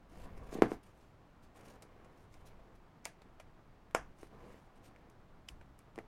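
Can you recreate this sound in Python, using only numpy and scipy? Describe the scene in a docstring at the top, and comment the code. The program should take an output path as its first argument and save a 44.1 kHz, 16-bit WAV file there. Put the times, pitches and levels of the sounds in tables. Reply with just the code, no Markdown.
"""Close up in a small, quiet room, fingers rub a piece of foam, and a hand slides over it with a dull sound.
Half a second in, a utility knife is laid on a cutting mat: filtered clicks thud and table tones ring.
Fingers then rub on (noise made of tiny catches), and a nail picks small snaps (bursts of clicks) off the edge.
Near four seconds the foam cracks loudly: torn noise, a pop and ringing hands; one faint blow follows.
More rubs and snaps lead to the end, where the hands come down on the mat; echoes and a soft hiss surround it all."""
import sys
import numpy as np
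from scipy import signal
from scipy.fft import rfft, irfft
from scipy.io import wavfile
from scipy.ndimage import uniform_filter1d

SR = 44100
rng = np.random.default_rng(int(sys.argv[2]) if len(sys.argv) > 2 else 0)


def store_pcm(level_fs):
    """Save levels as 16-bit WAV."""
    pcm = np.round(np.clip(level_fs, -1, 1) * 32767).astype(np.int16)
    wavfile.write(sys.argv[1], SR, np.atleast_2d(pcm).T)


N = 267951
TIME = np.arange(N) / SR  # s


def gain_of(db):
    """Turns decibels into a factor for the sound pressure."""
    return 10 ** (np.asarray(db) / 20)


def evened(x):
    """Scales a signal to an rms (average strength) of 1."""
    return x / np.sqrt(np.mean(x ** 2) + 1e-20)


def read(points, hz):
    """Reads a curve between its points, with frequency on a logarithmic axis as in hearing."""
    point_hz, value = np.transpose(points)
    return np.interp(np.log(hz + 1), np.log(point_hz + 1), value)


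def add(mix, start_s, sound):
    """Adds a sound to the mix from its start time, cut off where the mix ends."""
    part = mix[round(start_s * SR):][:len(sound)]
    part += sound[:len(part)]


def coloured(x, points):
    """Filters a steady signal by a spectrum and scales it to rms 1."""
    gain = gain_of(read(points, np.fft.rfftfreq(N, 1 / SR)))
    return evened(irfft(rfft(x) * gain, N))


def drift(top_hz):
    """Makes a slow random wander of rms 1 by keeping only the noise below top_hz."""
    spectrum = rfft(rng.standard_normal(N))
    slow = np.fft.rfftfreq(N, 1 / SR) < top_hz
    return evened(irfft(spectrum * slow, N))


def impulse(points, tilt_db=0, ring_hz=1000, ring_db=0, width=0.22, size=4096):
    """Makes a click of peak 1: a spectrum, tilted per octave by the contact's hardness, with one resonance."""
    hz = abs(np.fft.fftfreq(size, 1 / SR))
    db = read(points, hz) + tilt_db * np.log2(np.clip(hz, 200, 9000))
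    db += ring_db / (1 + ((hz / ring_hz - 1) / width) ** 2)
    # this phase packs the energy into the start of the click (minimum phase)
    spectrum = np.exp(np.conj(signal.hilbert(np.log(gain_of(db)))))
    click = np.fft.ifft(spectrum).real[:size // 2]
    return click / abs(click).max()


def ringing(modes):
    """Adds up the fading sine tones (modes) in which a struck object rings after one blow."""
    t = TIME[:SR // 3]
    return sum(gain_of(level_db - 60 * t / t60_s) * np.sin(2 * np.pi * pitch_hz * t)
               for pitch_hz, level_db, t60_s in modes)


def background():
    """Makes low room noise that wavers a little, under a steady thin hiss."""
    # colour of the quiet room: pitch_hz [Hz], relative level_db [dB per Hz]
    quiet_colour = [(8.8, -15.5), (15, 6.5), (38, -6), (106, -7), (179, -10), (269, -13.5), (303, -13),
                    (430, -16.5), (497, -18.5), (610, -17), (685, -17), (1160, -20.5), (2620, -33),
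                    (12000, -53), (16000, -50)]
    quiet_db, waver_db = -60.5, 0.8
    noise = gain_of(quiet_db) * coloured(rng.standard_normal(N), quiet_colour)
    low = signal.sosfilt(signal.butter(1, 2500, fs=SR, output="sos"), noise)
    # only the low part changes level
    return noise + low * (gain_of(waver_db * drift(14)) - 1)


def room(x, near_db=9, near_s=0.0058):
    """Adds dense early echoes from the desk and things on it, then a short tail fading band by band."""
    # colour of what the room gives back: pitch_hz [Hz], level_db [dB]
    room_colour = [(120, -0.5), (300, -14), (520, -12.5), (900, -2), (2000, -7), (4000, -3.5), (6500, -5.5),
                   (14000, -3.5)]
    # time the echoes take to fade by 60 dB: pitch_hz [Hz], t60_s [s]
    fade_times = [(150, 0.22), (500, 0.14), (1500, 0.22), (6000, 0.2), (14000, 0.1)]
    t = TIME[:SR // 2]
    echoes_per_s, first_echo_s = 6000, 0.0013
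    echoes = rng.choice([-1., 1.], len(t)) * (rng.random(len(t)) < echoes_per_s / SR)
    echoes *= t > first_echo_s
    echoes *= gain_of(near_db * np.exp(-t / near_s))  # the early ones are stronger
    hz, s, bands = signal.stft(echoes, SR, nperseg=256)
    bands = bands * gain_of(-60 * s / read(fade_times, hz)[:, None])
    # every band gets the same energy, then the room's colour
    bands *= gain_of(read(room_colour, hz))[:, None] / np.linalg.norm(bands, axis=1, keepdims=True)
    tail = signal.istft(bands, SR, nperseg=256)[1] * np.sqrt(3) / 256  # rescaled for the window
    return signal.fftconvolve(x, tail)[:N]


def friction(points, grains_per_s, spread_db, flutter_db):
    """Makes rubbing from countless uneven catches; level and colour waver with the pressure and the grip."""
    sizes = gain_of(spread_db * np.minimum(rng.exponential(1, N), 4))
    catches = rng.standard_normal(N) * sizes * (rng.random(N) < grains_per_s / SR)
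    bands = signal.stft(catches, nperseg=512)[2]
    # smooth random patches over pitch and time shift the colour
    patches = uniform_filter1d(rng.standard_normal(bands.shape), size=14, axis=0)
    patches = evened(uniform_filter1d(patches, size=12, axis=1))
    patch_db = 1.8
    catches = signal.istft(bands * gain_of(patch_db * patches), nperseg=512)[1][:N]
    return evened(coloured(catches, points) * gain_of(flutter_db * drift(60)))


def strokes(rows, swell_db):
    """Shapes each stroke: it grips, swells by swell_db as pressure builds, eases off as much and lets go."""
    grip_s = 0.014  # time to grip, and to let go
    out = np.zeros(N)
    for start_s, length_s, level_db, peak_place in rows:
        peak_place = np.clip(peak_place, .01, .99)
        pressure = np.interp((TIME - start_s) / length_s, [0, peak_place, 1], [0, 1, 0])
        to_nearest_end_s = np.minimum(TIME - start_s, start_s + length_s - TIME)
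        contact = np.clip(to_nearest_end_s / grip_s + .5, 0, 1)
        out += contact * gain_of(level_db - swell_db * (1 - pressure))
    return out


def handling(rub_db=-1, slide_db=-3):
    """Makes fingertips hiss over the foam's cells, hand and knife slide, and the arm shift on the table."""
    # the four stroke tables: start_s [s], length_s [s], level_db at the peak [dB], peak_place [0-1]
    # fingertips rubbing over the foam (level before rub_db)
    rub_strokes = [(0.09, 0.17, -67.5, 1), (0.355, 0.037, -67.5, .65), (0.43, 0.21, -67, 0.52),
                   (0.522, 0.033, -57, 0.65), (0.67, 0.083, -59, 0.9), (0.83, 0.085, -71, 0),
                   (0.89, 0.22, -78, 0.57), (1.425, 0.047, -72, 0), (1.545, 0.093, -67.5, 0.2),
                   (1.635, 0.13, -65.5, 0.2), (2.1, 0.18, -77.5, .7), (2.3, 0.13, -72, 0.24),
                   (2.452, 0.042, -63, 0.4), (2.75, 0.017, -68, 0.4), (4.16, 0.12, -67.5, 0.58),
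                   (4.38, 0.3, -74, .45), (4.755, 0.028, -69.5, 0.43), (4.825, 0.065, -63.5, 0.43)]
    # hand and foam sliding (level before slide_db)
    slide_strokes = [(0.11, 0.49, -54.5, 0.35), (1.545, 0.24, -55.5, 0.53), (1.8, 0.45, -60.5, 0.54),
                     (2.33, 0.43, -62, 0.47), (4.31, 0.28, -54.5, 0.72), (4.58, 0.55, -64.5, 0.92)]
    # the knife handle dragging on the mat as it is laid down
    drag_strokes = [(0.52, 0.12, -52.5, 0.43), (0.67, 0.1, -53.5, .85)]
    # the arm shifting on the table
    shift_strokes = [(0.11, 0.66, -54, 0.2), (2.3, 0.41, -62.5, 0.4), (3.96, 0.16, -57, .4),
                     (4.21, 0.33, -63, 0), (5.46, 0.26, -59.5, 0)]
    # colours of the rubbing, the sliding and the arm's rumble: pitch_hz [Hz], relative level_db [dB]
    rub_colour = [(300, -11.5), (1500, 0), (2500, 5.5), (4000, 1), (6000, 1), (7500, -1), (9000, -0.5),
                  (10500, -4), (14000, -8), (16000, -15.5)]
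    slide_colour = [(40, -8), (150, 4), (400, 3.5), (850, -1), (1400, -9.5), (2200, -12.5), (3500, -24),
                    (6000, -31.5), (12000, -40)]
    rumble_colour = [(10, 0), (30, -4.5), (70, -8.5), (170, -11), (400, -31), (2000, -59)]

    rubbing = gain_of(rub_db) * strokes(rub_strokes, swell_db=12.5)
    rub = rubbing * friction(rub_colour, grains_per_s=6500, spread_db=1.5, flutter_db=2.9)
    sliding = gain_of(slide_db) * strokes(slide_strokes, swell_db=5) + strokes(drag_strokes, swell_db=5)
    slide = sliding * friction(slide_colour, grains_per_s=5000, spread_db=2.9, flutter_db=1.04)
    rumble = strokes(shift_strokes, swell_db=4) * coloured(rng.standard_normal(N), rumble_colour)
    return rub + slide + rumble


def knocks():
    """Lands knife and knuckles on the mat: each blow is a dead thud plus the table's low ringing tones."""
    # blows on the mat-covered table: start_s [s], level_db [dB], brightness [dB per octave]
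    blows = [(0.5276, -36, -2), (0.553, -30.5, -12), (0.5861, -34, -6), (0.6216, -8, -0.42),
             (0.651, -46, 0), (0.6587, -35, 1), (0.6681, -37, -5.5), (0.7179, -25.5, -1.5),
             (4.2312, -38.5, 1), (5.9791, -34.5, -0.5), (5.9880, -35.5, 2.4)]
    # colour of the mat's thud: pitch_hz [Hz], relative level_db [dB]
    thud_colour = [(40, -43), (100, -33), (200, 0), (340, 5.5), (450, 1.5), (540, -5.5), (780, -6.5),
                   (1050, -13.5), (2100, -20), (3000, -30.5), (3900, -37.5), (5300, -37.5), (12500, -47),
                   (16000, -70.5)]
    # ringing of the table top: pitch_hz [Hz], level_db against the thud's peak [dB], t60_s [s]
    table_modes = [(125.7, -29, 0.16), (222, -40, 0.24), (306, -32.5, 0.25), (355, -41, 0.226),
                   (427, -26, 0.17), (580, -36.5, .08), (862, -36.5, .12), (1280, -41.5, .08),
                   (2040, -38, .05)]
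    out = np.zeros(N)
    for start_s, level_db, tilt_db in blows:
        add(out, start_s, gain_of(level_db) * impulse(thud_colour, tilt_db))
        add(out, start_s, gain_of(level_db) * ringing(table_modes))
    return out


def snaps(crackle=0.81, creep=0.047, creep_s=0.0065, radiated_db=-2):
    """Lets a nail creep, slip off the edge with a click, then make a quickly dying run of smaller slips."""
    # nails snapping off the foam's edge: start_s [s], level_db of the main click before its resonance and
    # slips blend [dB], brightness [dB per octave], crackle_s fading time [s], ring_hz [Hz], ring_db [dB]
    nail_snaps = [(1.6105, -54, 3, 0.0027, 10000, 2), (1.8228, -50, 6, 0.0069, 4740, 9.5),
                  (2.0460, -59, 1, 0.0068, 7500, 4), (2.341, -53, 3.5, 0.0025, 4600, 6),
                  (3.0540, -25.5, 4, 0.0011, 6180, 15.5), (3.0580, -36.5, -1.5, 0.001, 2300, 6.5),
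                  (3.2185, -55, 1, 0.0048, 4000, 14), (3.399, -49.5, 1, 0.0084, 3350, 6),
                  (3.911, -51, 2, 0.00065, 3800, 5.5), (4.185, -63, 5, 0.0081, 7800, 5),
                  (4.9621, -55.5, 0, 0.00092, 2200, 6), (5.099, -55, 7, 0.002, 9000, -6),
                  (5.486, -44, 3, 0.0038, 4970, 11), (5.4884, -41.5, 8.5, 0.0013, 3060, 26),
                  (5.612, -54.5, -2, 0.0036, 2380, 5), (5.7907, -46, 2.5, 0.00081, 8600, 8),
                  (5.9590, -44, 2.5, 0.00062, 4460, 2), (5.9865, -44, -5, 0.0019, 2160, 20.5)]
    # colour of a snap between the fingers: pitch_hz [Hz], relative level_db [dB]
    snap_colour = [(50, -40), (150, -36), (300, -8.5), (600, 0.5), (1400, -9.5), (2300, -8), (3200, -19.5),
                   (4200, -24), (5200, -21.5), (7000, -24), (9000, -25.5), (12500, -32), (14500, -43),
                   (16000, -38)]
    lead = SR // 100  # samples of creeping before the click
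    t = (np.arange(SR // 16) - lead) / SR
    slips_per_s = 7000
    direct, radiated = np.zeros(N), np.zeros(N)
    for start_s, level_db, tilt_db, crackle_s, ring_hz, ring_db in nail_snaps:
        slips = rng.choice([-1., 1.], len(t)) * (rng.random(len(t)) < slips_per_s / SR)
        before = creep * np.exp(-abs(t) / creep_s)
        after = crackle * np.exp(-abs(t) / crackle_s)
        slips *= np.where(t < 0, before, after)
        slips[lead] = 1  # the main click
        click = impulse(snap_colour, tilt_db, ring_hz, ring_db)
        add(direct, start_s + t[0], gain_of(level_db) * signal.fftconvolve(slips, click))
        # summed over all directions the peaks and dips even out: the room gets one smooth click
        strength = gain_of(level_db + radiated_db) * np.linalg.norm(slips)
        add(radiated, start_s, strength * impulse(snap_colour, tilt_db))
    return direct, radiated


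def cracks(tear_db=-27, tear_s=0.001, radiated_db=3):
    """Tears cells in a rush that peaks as the foam lets go; the pop rings in the cupped hands and the room."""
    # the foam giving way: start_s [s], level_db of the pop before its ringing [dB]
    loud_cracks = [(3.9492, -14)]
    # colour of the crack: pitch_hz [Hz], relative level_db [dB]
    crack_colour = [(50, -26), (150, -12), (300, -1.5), (620, 2), (1400, -5), (2300, -12), (3200, -20.5),
                    (4200, -37), (5200, -20), (7000, -22), (9000, -25.5), (12500, -36), (16000, -56)]
    # hollow of the cupped hands and a nail: pitch_hz [Hz], level_db against the pop's peak [dB], t60_s [s]
    hand_modes = [(660, -18, 0.022), (950, -23, 0.054), (1410, -17, 0.028), (2230, -17.5, 0.013),
                  (5270, -24, 0.015), (6680, -32, 0.029)]
    lead = SR // 100  # samples of tearing before the pop
    t = np.arange(-lead, lead) / SR
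    direct, radiated = np.zeros(N), np.zeros(N)
    for start_s, level_db in loud_cracks:
        tearing = gain_of(tear_db) * rng.standard_normal(len(t)) * np.exp(-abs(t) / tear_s)
        tearing = signal.fftconvolve(tearing, impulse(crack_colour, tilt_db=6.0))
        pop = impulse(crack_colour)
        add(direct, start_s + t[0], gain_of(level_db) * tearing)
        add(direct, start_s, gain_of(level_db) * pop)
        add(direct, start_s, gain_of(level_db) * ringing(hand_modes))
        add(radiated, start_s, gain_of(level_db + radiated_db) * pop)
    return direct, radiated


def scene():
    """Adds up everything on the desk and between the fingers, the room's echoes and the background."""
    desk = knocks() + handling()
    direct, radiated = np.add(snaps(), cracks())
    return (desk + direct + room(desk + radiated) + background())[None]


def record(dry):
    """Cuts off the highest treble with a steep low-pass filter."""
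    edge_hz = 16100
    low_pass = signal.firwin(511, edge_hz, window=("kaiser", 9), fs=SR)
    return signal.oaconvolve(dry, low_pass[None], "same")


dry = scene()
out = record(dry)
store_pcm(out)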